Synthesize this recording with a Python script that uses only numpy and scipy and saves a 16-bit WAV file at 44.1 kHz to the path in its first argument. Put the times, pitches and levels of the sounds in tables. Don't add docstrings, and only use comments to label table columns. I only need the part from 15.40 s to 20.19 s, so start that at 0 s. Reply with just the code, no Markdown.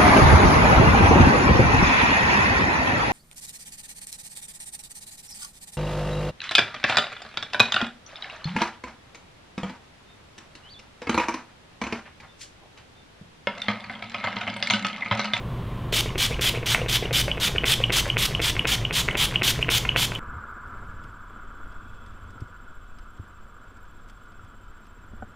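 import sys
import numpy as np
from scipy import signal
from scipy.fft import rfft, irfft
from scipy.io import wavfile
from scipy.ndimage import uniform_filter1d

SR = 44100
rng = np.random.default_rng(int(sys.argv[2]) if len(sys.argv) > 2 else 0)


def file_out(sig):
    cols = np.atleast_2d(sig).T
    lim = np.clip(cols, -1, 1)
    pcm = np.round(lim * 32767).astype(np.int16)
    wavfile.write(sys.argv[1], SR, pcm)


N = 211350

# click t/s, click level/dB, thud level/dB, finger landing level/dB, jet start t/s, jet length t/s,
# jet peak level/dB, opening level re peak/dB, band level re jet/dB, treble gain at peak pressure/dB
PRESSES = [(0.5274, -17.5, -20, -41, 0.5245, 0.089, -25, -4.5, -0.5, 1.5),
           (0.7565, -19, -22, -33, 0.779, 0.092, -24, -6, 0, 0),
           (0.994, -17, -22, -30, 1.0105, 0.091, -23, -5.5, 0, 1),
           (1.235, -27, -29.5, -23, 1.259, 0.092, -24.5, -6, -3, 0),
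           (1.4615, -20, -22, -33, 1.484, 0.091, -24, -7, -1, 0.5),
           (1.715, -32, -22, -18, 1.728, 0.093, -23, -10, -1, 3),
           (1.979, -20, -27, -22.5, 2.0, 0.09, -24, -6.5, -2, -0.5),
           (2.242, -8.5, -25, -15.5, 2.255, 0.091, -22.5, -8, 0, 1.5),
           (2.5033, -10.5, -20, -17, 2.522, 0.09, -22.5, -5.5, -2, 0.5),
           (2.7689, -7, -25, -23, 2.779, .09, -23.5, -5, -2, 2),
           (3.001, -12.5, -23.5, -18.5, 3.016, 0.094, -23, -8, -4, -0.5),
           (3.2534, -7.5, -24, -19, 3.27, 0.089, -23, -7, -1, 0),
           (3.5087, -12.5, -24, -27, 3.527, 0.094, -23.5, -7, -3.5, -0.5),
           (3.753, -9.5, -24, -21, 3.77, 0.092, -23.5, -9.5, -1, 2),
           (4.0204, -8, -20, -19.5, 4.0315, .088, -22, -9, -3.5, 2.5),
           (4.2901, -5.5, -21.5, -18.5, 4.3, .088, -22, -8.5, -1.5, 2.5),
           (4.5613, -4, -21.5, -21.5, 4.567, 0.092, -22.5, -9.5, -4.5, 1.5)]
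# f/Hz, relative level per Hz/dB
JET_SPECTRUM = [(410, -27), (700, -14.5), (971, -12.5), (1210, -11), (1520, -8.5), (1840, -10.5),
                (3030, -3), (4050, -5.5), (12000, -17), (14400, -18), (16000, -26)]
# f/Hz, width of one filter pass f/Hz,
# relative level/dB
BAND_MODES = [(2360, 1070, -6), (3025, 290, 1), (3390, 620, 1)]
# valve ball t/s, ping peak level/dB, ping f/Hz, tick level before decay/dB, piston scrape level/dB,
# scrape length t/s
REFILLS = [(0.6912, -25.5, 2890, -49, -43, 0.036), (0.9433, -22, 2910, -49, -35.5, .035),
           (1.174, -26, 2866, -41, -35, .032), (1.416, -24, 2790, -46, -38, 0.044),
           (1.6563, -19.5, 2820, -45, -37, .035), (1.915, -11.5, 2960, -47, -36, 0.03),
           (2.1822, -9.5, 2945, -49, -41, 0.031), (2.4389, -6, 2903, -43, -37, 0.03),
           (2.7005, -8.5, 2950, -33, -35, 0.016), (2.9495, -10.5, 2960, -34, -44, .035),
           (3.1935, -8, 2900, -32, -39, 0.022), (3.4506, -11.5, 2910, -42, -46, .035),
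           (3.7107, -19, 3000, -36, -47, 0.018), (3.9581, -5.5, 2910, -46, -34, 0.021),
           (4.227, -8, 2846, -35, -32.5, 0.018), (4.4905, -7, 2915, -48, -53, 0.026),
           (4.7506, -22, 3070, -33, -44, 0.02), (4.7585, -19, 3010, -47, -45, .01)]
# t/s, peak level/dB, favoured f/Hz, hollow bottle thud level/dB
RELEASE_KNOCKS = [(0.6589, -31, 1000, -23.5), (0.9096, -26, 1580, -23), (1.1414, -30, 1000, -24.5),
                  (1.1501, -18, 2180, -27), (1.174, -32, 2800, -23), (1.347, -1.5, 2130, -25),
                  (1.3826, -22, 1930, -25), (1.417, -30, 2800, -17.5), (1.6255, -29, 2130, -18.5),
                  (1.6543, -26, 2800, -21.5), (1.881, -15, 2180, -19), (2.1512, -27, 2190, -22.5),
                  (2.1612, -14.5, 2070, -26), (2.4027, -24, 1450, -20), (2.6647, -26, 1320, -24.5),
                  (2.9105, -25, 1840, -29), (3.1539, -23, 2160, -27), (3.166, -14, 2210, -43),
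                  (3.4144, -27, 2200, -30), (3.6814, -17, 2020, -25), (3.6864, -6, 2110, -35),
                  (3.923, -23.5, 1310, -36), (4.1915, -21, 2160, -23), (4.4511, -14, 1840, -45),
                  (4.454, -15, 2240, -47), (4.7196, -16, 1720, -31)]
# f/Hz, relative level/dB, 60 dB decay t/s
PUMP_MODES = [(796, -7, 0.041), (1052, 6.5, 0.014), (1560, 7.5, 0.0081), (1925, 12.5, 0.0048),
              (2200, 6, 0.0083), (2505, -2.5, 0.019), (3430, -25, 0.027)]
# f/Hz, skirt width f/Hz, nominal level/dB
HUM_TONES = [(49.8, 12, -40.5), (117.4, 14.3, -35), (238.8, 4.5, -50.5)]
# f/Hz, 60 dB decay t/s
ROOM_DECAY = [(300, 0.29), (2000, 0.32), (6000, 0.39), (15000, 0.21)]
# f/Hz, relative level per Hz/dB
AIR_SPECTRUM = [(20, -10), (53, -4.5), (81, -11.5), (127, -5), (241, -17.5), (388, -19), (527, -22),
                (850, -28), (1030, -21.5), (1370, -31.5), (2200, -36.5), (3400, -37), (5500, -56),
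                (15000, -57)]

AIR_DB, TAIL_DB = -32, -9
CLICK_HZ, CLICK_THUD_HZ = 2590, 395
THUD_HZ, THUD_T60_S, GRIP_SPREAD = 459, 0.03, 0.11
LANDING_LEAD_S, LANDING_THUD_DB = 0.0059, -4
CRACK_DB, CRACK_PER_DB = -8.5, 6.5
BUILD_S, SAG_DB, SHUT_S = 0.045, -2.5, 0.006
BAND_PER_DB = 0.7
BAND_WANDER_DB, TREBLE_PER_DB = 2, 0.1
SLIDE_PER_S, SLIDE_TO = 7.0, 0.93
SUCK_S, SUCK_TO, SUCK_DB = 0.0558, 0.9, -40
PING_T60_S = 0.015
CEILING, EDGE_HZ = 0.85, 15800


def amp(db):
    return 10 ** (np.asarray(db) / 20)


def evened(x):
    return x / np.sqrt(np.mean(x ** 2) + 1e-20)


def read(points, hz):
    f, value = np.transpose(points)
    return np.interp(np.log(hz + 1), np.log(f + 1), value)


def add(mix, s, sound):
    part = mix[round(s * SR):][:len(sound)]
    part += sound[:len(part)]


def coloured(points):
    spectrum = rfft(rng.standard_normal(N))
    gain = amp(read(points, np.fft.rfftfreq(N, 1 / SR)))
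    return irfft(spectrum * gain, N)


def resonate(x, hz, width):
    return signal.lfilter(*signal.iirpeak(hz, hz / width, SR), x)


def lumps(seconds):
    return evened(uniform_filter1d(rng.standard_normal(N), max(round(seconds * SR), 2)))


def ring(modes, rise, gains_db=0):
    hz, db, t60 = np.transpose(modes)[:, :, None]
    t = np.arange(2600) / SR
    hz = hz * (1 + 0.02 * rng.standard_normal(hz.shape))
    decay = amp(db + gains_db - 60 * t / t60)
    x = (decay * np.sin(2 * np.pi * hz * t)).sum(0)
    x = x * (1 - np.exp(-t / rise)) ** 2
    return x / abs(x).max()


def tick():
    t = np.arange(500) / SR
    crack = resonate(resonate(rng.standard_normal(len(t)), 9000, 7000), 8500, 9000)
    return evened(crack) * amp(-60 * t / 0.0096) * (1 - np.exp(-t / 0.0005))


def patchy(x, depth_db):
    z = signal.stft(x, nperseg=256)[2]
    over_pitch = uniform_filter1d(rng.standard_normal(z.shape), size=7, axis=0)
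    patches = evened(uniform_filter1d(over_pitch, size=6, axis=1))
    return evened(signal.istft(z * amp(depth_db * patches), nperseg=256)[1][:N])


def room_tone():
    out, t = amp(AIR_DB) * evened(coloured(AIR_SPECTRUM)), np.arange(N) / SR
    for hz, width, db in HUM_TONES:
        skirt = evened(resonate(rng.standard_normal(N), hz, width))
        core = np.sin(2 * np.pi * (hz * t + rng.random()))
        out += amp(db) * (0.64 * skirt + 0.9 * core)
    return out


def knocks():
    out, mode_hz = np.zeros(N), np.array(PUMP_MODES)[:, :1]
    clicks = [(s, db, CLICK_HZ, thud_db, CLICK_THUD_HZ) for s, db, thud_db, *_ in PRESSES]
    landings = [(s - LANDING_LEAD_S, db, CLICK_HZ, db + LANDING_THUD_DB, THUD_HZ)
                for s, _, _, db, *_ in PRESSES]
    releases = [(*row, THUD_HZ) for row in RELEASE_KNOCKS]
    for s, db, centre_hz, thud_db, thud_hz in clicks + landings + releases:
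        thud_hz = thud_hz * np.exp(GRIP_SPREAD * rng.standard_normal())
        octaves_off = abs(np.log2(mode_hz / centre_hz))
        add(out, s, amp(db) * ring(PUMP_MODES, 0.00031, -10.0 * octaves_off))
        thud_modes = [(thud_hz, 0, THUD_T60_S), (thud_hz * 1.29, -7, 0.025)]
        add(out, s - 0.001, amp(thud_db) * ring(thud_modes, 0.00053))
        add(out, s, amp(CRACK_PER_DB * db + CRACK_DB) * tick())
    return out


def sprays():
    jet, band_level, bright_db = np.zeros(N), np.zeros(N), np.zeros(N)
    for *_, s, length, jet_db, open_db, band_db, aim_db in PRESSES:
        u = np.arange(0, length, 1 / SR)
        pressure_db = np.interp(u, [0, BUILD_S, length], [open_db, 0, SAG_DB])
        level = amp(jet_db + pressure_db) * np.minimum((length - u) / SHUT_S, 1)
        add(jet, s, level)
        add(band_level, s, level * amp(band_db + (BAND_PER_DB - 1) * pressure_db))
        add(bright_db, s, aim_db + TREBLE_PER_DB * pressure_db)
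    noise, band = rng.standard_normal(N), np.zeros(N)
    for k, (hz, width, db) in enumerate(BAND_MODES):
        mode = resonate(resonate(noise, hz, width), hz, width)
        band += amp(db) * mode * (-1) ** k
    hiss = patchy(coloured(JET_SPECTRUM), depth_db=1.35)
    treble = signal.sosfiltfilt(signal.butter(2, 8500, "high", fs=SR, output="sos"), hiss)
    hiss += (amp(bright_db) - 1) * treble
    hiss *= amp(1.0 * lumps(0.00234) + 1.5 * lumps(0.01))
    band = evened(band) * amp(1.6 * lumps(0.0029) + BAND_WANDER_DB * lumps(0.025))
    return uniform_filter1d(jet, 110) * hiss + uniform_filter1d(band_level, 110) * band


def room(x):
    out, turn = np.zeros(N), np.arange(N) / SR / 0.11
    for k in range(3):
        hz, t, z = signal.stft(rng.standard_normal(SR // 2), SR, nperseg=256)
        decay = amp(-60 * t / read(ROOM_DECAY, hz)[:, None])
        tail = signal.istft(z * decay, SR, nperseg=256)[1]
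        tail = np.r_[np.zeros(220), tail] / np.linalg.norm(tail)
        share = np.sqrt(2 / 3) * np.cos(np.pi * (turn + k / 3))
        out += signal.fftconvolve(x * share, tail)[:N]
    return out


def rattle():
    size = amp(5.57 * np.minimum(rng.exponential(1, N), 3))
    size = size * (rng.random(N) < 220 / SR)
    held = np.arange(N) > PRESSES[0][0] * SR
    which, ticks = rng.integers(0, len(PUMP_MODES), N), np.zeros(N)
    for k, mode in enumerate(PUMP_MODES):
        response = amp(mode[1]) * ring([mode], 0.00021)
        ticks += signal.oaconvolve(size * (which == k), response)[:N]
    rubs = evened(resonate(rng.standard_normal(N), 450, 300) * amp(12.0 * lumps(0.016)))
    return held * (amp(-52.0) * ticks + amp(-48.5) * rubs)


def scrapes():
    out = np.zeros(N)
    slides = [(s - length, length, (SLIDE_TO - SLIDE_PER_S * length) * hz, SLIDE_TO * hz, db)
              for s, _, hz, _, db, length in REFILLS]
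    sucks = [(s, SUCK_S, hz, SUCK_TO * hz, db + SUCK_DB) for s, db, hz, *_ in REFILLS]
    for s, length, from_hz, to_hz, db in slides + sucks:
        n = round(length * SR)
        slips = resonate(rng.standard_normal(n), 87, 155)
        turns = np.cumsum(np.linspace(from_hz, to_hz, n)) / SR + rng.random()
        rough_tone = evened(slips * np.sin(2 * np.pi * turns))
        add(out, s, amp(db) * rough_tone * signal.windows.tukey(n, 0.4))
    return out


def valve():
    out, t = np.zeros(N), np.arange(2000) / SR
    swell = (1 - np.exp(-t / 0.00092)) ** 2
    for s, db, hz, tick_db, *_ in REFILLS:
        phase = rng.random(2)
        ping = amp(-60 * t / PING_T60_S) * np.sin(2 * np.pi * hz * t)
        ping += amp(-8.5 - 60 * t / 0.015) * np.sin(2 * np.pi * (hz * 1.1 * t + phase[0]))
        ping += amp(-0.5 - 60 * t / 0.007) * np.sin(2 * np.pi * (hz * 0.854 * t + phase[1]))
        ping *= swell
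        add(out, s - 0.0005, amp(db) * ping / abs(ping).max())
        add(out, s, amp(db - 19.0) * ring(PUMP_MODES, 0.0003))
        add(out, s, amp(tick_db) * tick())
    return out


def scene():
    jet, pings, pump = sprays(), valve(), knocks() + rattle() + scrapes()
    wet = room(jet + amp(-2.0) * pings + amp(0.5) * pump)
    mono = jet + pings + pump + amp(TAIL_DB) * wet + room_tone()
    return np.array([mono, mono])


def record(dry):
    clipped = np.clip(dry, -CEILING, CEILING)
    lowpass = signal.firwin(511, EDGE_HZ, window=("kaiser", 9), fs=SR)
    return signal.oaconvolve(clipped, lowpass[None], "same")


dry = scene()
out = record(dry)
file_out(out)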